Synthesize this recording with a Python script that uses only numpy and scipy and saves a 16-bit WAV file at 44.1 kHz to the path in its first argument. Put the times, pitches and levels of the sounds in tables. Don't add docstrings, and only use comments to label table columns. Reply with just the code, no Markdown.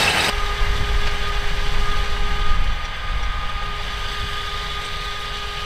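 import sys
import numpy as np
from scipy import signal
from scipy.fft import rfft, irfft
from scipy.io import wavfile
from scipy.ndimage import uniform_filter1d, map_coordinates

SR = 44100
rng = np.random.default_rng(int(sys.argv[2]) if len(sys.argv) > 2 else 0)


def generate_wav(signal):
    frames = np.transpose(np.atleast_2d(signal))
    scaled = np.clip(frames, -1, 1) * 32767
    pcm = np.round(scaled).astype(np.int16)
    wavfile.write(sys.argv[1], SR, pcm)


N = 249165

BEHIND_FROM_S = 0.299
TEETH_PER_CYCLE = 25

# frequency in Hz, relative density in dB per Hz.
SOIL_SPECTRUM = [(2000, -7), (4000, 4.5), (5200, 2), (6800, -7), (8300, -3), (9200, -16), (11200, -8.5),
                 (12300, -18), (13600, -14.5), (15700, -24)]
# time in seconds, thinning of the hum (1 is full, below 0 is fuller),
# dulling of the work noise (1 is full, below 0 is brighter).
DULLING_CURVE = [(1.95, 0, -.1), (2.48, 0, 0.27), (2.66, .95, 1), (3.42, 1, 0.76), (3.68, 0.14, 0.86),
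                 (3.84, 0.14, -0.028), (4.25, 0, -0.19), (4.95, 0, -0.12), (5.15, 0.1, 0.025),
                 (5.45, -.15, -0.13)]


def from_db(db):
    return 10 ** (np.asarray(db) / 20)


def rms_one(x):
    return x / np.sqrt(np.mean(x ** 2) + 1e-20)


def in_time(rows):
    s, *columns = np.transpose(rows)
    return [np.interp(np.arange(N) / SR, s, column) for column in columns]


def passing(level, depth):
    start_db, db_per_s, loss_db = level
    return start_db + db_per_s * np.arange(N) / SR - loss_db * depth


def drift(rate_hz):
    pole = np.exp(-40 * np.pi * rate_hz / SR)
    noise = rng.standard_normal(N // 20 + 4002)
    slow = signal.lfilter([1], [1, -2 * pole, pole * pole], noise)[4000:]
    return np.interp(np.arange(N) / 20, np.arange(len(slow)), rms_one(slow))


def colour(x, spectrum, resonances=()):
    hz = np.maximum(np.arange(N // 2 + 1) * SR / N, 1)
    points_hz, points_db = np.transpose(spectrum)
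    db = np.interp(np.log(hz), np.log(points_hz), points_db)
    below, above = np.maximum(points_hz[0] / hz, 1), np.maximum(hz / points_hz[-1], 1)
    db = db - 20 * np.log10(below * above ** 2)
    for centre, width, lift_db in resonances:
        db = db + lift_db / (1 + (2 * (hz - centre) / width) ** 2)
    return rms_one(irfft(rfft(x) * from_db(db), N))


def impacts(per_s, spread_db):
    sizes = from_db(spread_db * np.minimum(rng.exponential(1, N), 4))
    struck = rng.random(N) < per_s / SR
    return rms_one(sizes * rng.choice([-1, 1], N) * struck)


def grit(per_s, ring_s, spread_db, count):
    pings, pole = 0, np.exp(-1 / (ring_s * SR))
    knocks = impacts(per_s, spread_db)
    dealt = rng.integers(0, count, N)
    for k, hz in enumerate(rng.uniform(2500, 15000, count)):
        w = 2 * np.pi * hz / SR
        resonator = [1, -2 * pole * np.cos(w), pole * pole]
        pings = pings + signal.lfilter([0, np.sin(w)], resonator, knocks * (dealt == k) + 1e-18)
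    return rms_one(pings)


def bursts(per_s, decay_s):
    breaks = (rng.random(N) < per_s / SR) * rng.uniform(0, 1.3, N)
    spray = signal.lfilter([1], [1, -np.exp(-1 / (decay_s * SR))], breaks)
    return spray - spray.mean()


def close_harrow():
    # time in seconds, churn level in dB, soil spray level in dB.
    work_levels = [(0, -17, -24), (.1, -18, -38), (.13, -19.5, -52.5), (.17, -18, -48), (.21, -18.5, -47),
                   (.25, -18, -27), (.3, -18, -42)]
    # frequency in Hz, relative density in dB per Hz.
    churn_spectrum = [(30, 1), (130, -1), (290, -8), (450, -5.5), (750, -4.5), (1080, -9), (1900, -2.5),
                      (2600, -6), (3500, -9), (5000, -15), (6800, -23.5), (8500, -18.5), (9300, -28.5),
                      (11300, -28), (15500, -38)]
    # centre in Hz, width in Hz, lift in dB (below 0 is a dip).
    steel_and_mic = [(835, 140, 7), (1280, 48, 3), (1625, 50, 7.5), (2670, 230, 4.5), (2940, 86, -8.5),
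                     (3000, 38, 11.5), (3760, 38, 8), (4650, 32, 9.5), (6020, 170, 7), (7850, 420, 1)]
    churn_db, spray_db = in_time(work_levels)
    pings = grit(per_s=1600, ring_s=0.011, spread_db=6.0, count=40)
    clods = impacts(per_s=8000, spread_db=2.0) + from_db(-5.5) * pings
    churn = colour(clods, churn_spectrum, steel_and_mic)
    spray = colour(rng.standard_normal(N), SOIL_SPECTRUM, steel_and_mic)
    return from_db(churn_db) * churn + from_db(spray_db) * spray


def gears(cycle, flutter_hz, per_turn):
    # time in seconds, flutter depth of the first harmonic as a share of its strength.
    load_shake = [(0, 0.44), (.35, 0.13), (2.2, 0.14), (2.5, 0.07), (3.0, 0.26), (4.0, 0.045),
                  (5.65, 0.053)]
    # start level in dB, change in dB per second as the tractor draws away,
    # loss at full thinning in dB.
    hum_level = (-36.8, -1.53, 18)
    # time in seconds, level in dB.
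    second_level = [(.5, -43), (.75, -46.5), (1.55, -48), (2.0, -43), (2.5, -43), (2.75, -46),
                    (3.78, -42.5), (3.93, -51), (5.65, -49)]
    # time in seconds, level in dB.
    third_level = [(.35, -32.5), (.48, -29.5), (.72, -37.5), (1.1, -35.5), (1.4, -36), (1.63, -43),
                   (1.84, -31), (1.98, -31), (2.1, -36), (2.53, -30), (2.68, -37.5), (3.68, -32),
                   (3.88, -38), (4.45, -33), (5.65, -35.5)]
    shake, = in_time(load_shake)
    thin, _ = in_time(DULLING_CURVE)
    levels_db = [passing(hum_level, thin), *in_time(second_level), *in_time(third_level)]
    whine = 0
    for k, level_db in enumerate(levels_db, 1):
        depth = shake * k
        flutter = depth * (drift(flutter_hz) + 1j * drift(flutter_hz))
        wobble = 1 + flutter + per_turn * k * np.sin(cycle)
        tone = np.real(wobble * np.exp(1j * k * TEETH_PER_CYCLE * cycle))
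        steady = tone / np.sqrt(1 + 2 * depth ** 2)
        whine = whine + from_db(level_db) * rms_one(steady)
    return whine


def engine(cycle, waver_db, phase_wander):
    # multiple of the four-stroke cycle rate, level in dB before the steady fade.
    orders = [(6, -53), (9, -49.5), (12, -57.5), (32, -56), (56, -70), (63, -47), (88, -50.5), (94, -47),
              (99, -46), (113, -49.5), (126, -45.5), (133, -53), (152, -48), (190, -50)]
    fade_db_per_s = -0.49
    tones = 0
    for order, level_db in orders:
        tone = np.sin(order * cycle + phase_wander * drift(7))
        tones = tones + from_db(level_db) * rms_one(tone * from_db(waver_db * drift(4.0)))
    return from_db(fade_db_per_s * np.arange(N) / SR) * tones


def harrow(cycle):
    # frequency in Hz, relative density in dB per Hz.
    clatter_spectrum, rattle_spectrum = [(100, -1.5), (220, -11), (340, -16), (450, -2), (700, -2.5),
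                                         (1000, -2), (1400, -7.5), (1700, 0), (2200, 1), (2700, 2),
                                         (3500, -14.5), (6000, -27)], [(1500, -52), (2500, 4.5), (2900, 3.5),
                                                          (3500, -0.5), (4100, -4), (4800, -9.5),
                                                          (6000, -33.5), (9000, -43)]
    # centre in Hz, width in Hz, lift in dB (below 0 is a dip).
    steel_and_mic = [(817, 41, 6), (1230, 94, 11.5), (1537, 66, 8), (1652, 27, 9), (1976, 74, 1.5),
                     (2440, 70, -3), (2624, 128, -16.5), (3050, 12, 7.5), (3432, 70, 11.5), (3738, 65, 8.5),
                     (4724, 180, 5.5), (6110, 390, 5.5), (8200, 220, 1)]
    # start level in dB, change in dB per second, loss at full dulling in dB.
    clatter_level, rattle_level = (-29, -0.96, 1.4), (-37, 0.53, 4.4)
    soil_level = (-39, -0.47, 7.8)
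    _, dull = in_time(DULLING_CURVE)
    clods = bursts(per_s=15, decay_s=0.02)
    firing = np.cos(6 * cycle)

    clatter_swell_db = 0.5 * clods + 0.52 * drift(22)
    clatter_knocks = impacts(per_s=12000, spread_db=1.1) * from_db(clatter_swell_db)
    clatter = colour(clatter_knocks, clatter_spectrum, steel_and_mic)

    rattle_swell_db = 1.5 * clods + 0.63 * drift(34) + 0.37 * firing
    rattle_knocks = impacts(per_s=4000, spread_db=1.0) * from_db(rattle_swell_db)
    rattle = colour(rattle_knocks, rattle_spectrum, steel_and_mic)

    pings = grit(per_s=1400, ring_s=0.016, spread_db=2.5, count=90)
    crumbs = impacts(per_s=14000, spread_db=3.0) + from_db(-8) * pings
    soil_swell_db = 2.4 * clods + 0.5 * drift(36) + 0.42 * firing
    soil = colour(crumbs * from_db(soil_swell_db), SOIL_SPECTRUM, steel_and_mic)
    high_pass = signal.butter(2, 9000, "high", fs=SR, output="sos")
    fines = signal.sosfiltfilt(high_pass, soil)
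    puffs = from_db(2.6 * bursts(per_s=15, decay_s=0.025))
    soil = soil + fines * (puffs - 1)

    work = from_db(passing(clatter_level, dull)) * clatter
    work = work + from_db(passing(rattle_level, dull)) * rattle
    return work + from_db(passing(soil_level, dull)) * soil


def ground_bounce(x):
    # time in seconds, delay in ms, strength against the direct path.
    bounce = [(2.0, 0.69, 0.08), (2.8, 0.68, 0.17), (3.3, 0.57, 0.082), (3.8, 0.69, .04), (4.2, 0.63, 0.26),
              (4.65, 0.57, 0.079), (4.95, 0.49, 0.2), (5.15, 0.51, 0.18), (5.4, 0.7, 0.16)]
    delay_ms, strength = in_time(bounce)
    late = map_coordinates(x, [np.arange(N) - delay_ms * SR / 1000], order=3)
    return (x + strength * late) / np.sqrt(1 + strength ** 2)


def stones(ring_s, wander_hz):
    # peak time in seconds, ring pitch in Hz, ring level in dB, scrape level in dB,
    # build-up time in seconds.
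    strikes = [(1.074, 4650, -34, -25, 0.0075), (2.855, 5770, -42, -31.5, 0.011),
               (3.23, 5780, -39, -35, .003), (4.86, 8200, -44, -34, 0.022)]
    # frequency in Hz, relative density in dB per Hz.
    scrape_spectrum = [(700, -2), (2500, -1), (5000, -8), (12000, -34)]
    clinks, t = np.zeros(N), np.arange(N) / SR
    scrape = colour(rng.standard_normal(N), scrape_spectrum)
    wander = drift(wander_hz)
    for s, hz, ring_db, scrape_db, rise_s in strikes:
        ring = np.sqrt(2) * np.sin(2 * np.pi * hz * t + wander)
        time_scale = np.where(t < s, rise_s, ring_s)
        envelope = np.exp(-np.minimum(np.abs(t - s) / time_scale, 20))
        clinks += envelope * (from_db(ring_db) * ring + from_db(scrape_db) * scrape)
    return clinks


def turbulence(level_db, spectrum):
    eddies = colour(rng.standard_normal(N), spectrum)
    power = uniform_filter1d(eddies ** 2, SR // 8)
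    return from_db(level_db) * eddies / np.sqrt(power + 1e-6)


def wind():
    # time in seconds, level in dB.
    gust_level = [(.3, -34), (.36, -19.5), (.56, -24.5), (.67, -14.5), (.87, -22.5), (.97, -14.5),
                  (1.24, -22), (1.86, -15), (2.06, -20), (2.43, -16.5), (2.51, -12.5), (2.71, -17.5),
                  (2.78, -25), (3.03, -29.5), (3.12, -20), (3.65, -26.5), (4.8, -30), (5.65, -31.5)]
    # frequency in Hz, relative density in dB per Hz.
    gust_spectrum, roar_spectrum = [(10, 5.5), (20, 5), (32, -3), (48, -1), (65, -21.5), (100, -24),
                                    (200, -56)], [(40, 1.5), (65, 2), (85, -1.5), (110, -7.5), (160, -9.5),
                                                  (250, -20), (350, -28.5), (700, -55)]
    # peak time in seconds, lift in dB, half length in seconds.
    buffets = [(0.806, 8, 0.049), (4.25, 8.5, 0.022)]
    wind_db, = in_time(gust_level)
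    t = np.arange(N) / SR
    buffet_db = sum(lift_db * np.exp(-((t - s) / half_s) ** 2) for s, lift_db, half_s in buffets)
    roar_db = -21 + 0.52 * wind_db + buffet_db
    return turbulence(wind_db, gust_spectrum) + turbulence(roar_db, roar_spectrum)


def scene():
    # time in seconds, frequency in Hz.
    mesh_pitch = [(.29, 414), (.3, 409.4), (1.5, 409.6), (2.3, 410), (3.2, 409.8), (4.0, 409.2),
                  (4.9, 409.3), (5.5, 410.3)]
    t = np.arange(N) / SR
    mesh_hz, = in_time(mesh_pitch)
    cycle = 2 * np.pi * np.cumsum(mesh_hz / TEETH_PER_CYCLE) / SR
    whine = gears(cycle, flutter_hz=30, per_turn=0.0076)
    machine = whine + engine(cycle, waver_db=2.5, phase_wander=0.2)
    beside = close_harrow() + from_db(-2) * machine
    behind = machine + ground_bounce(harrow(cycle)) + stones(ring_s=0.013, wander_hz=130) + wind()
    return np.where(t < BEHIND_FROM_S, beside, behind)[None]


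def record(dry):
    low_pass = signal.ellip(12, 0.1, 80, 15700, fs=SR, output="sos")
    return signal.sosfilt(low_pass, dry)


dry = scene()
out = record(dry)
generate_wav(out)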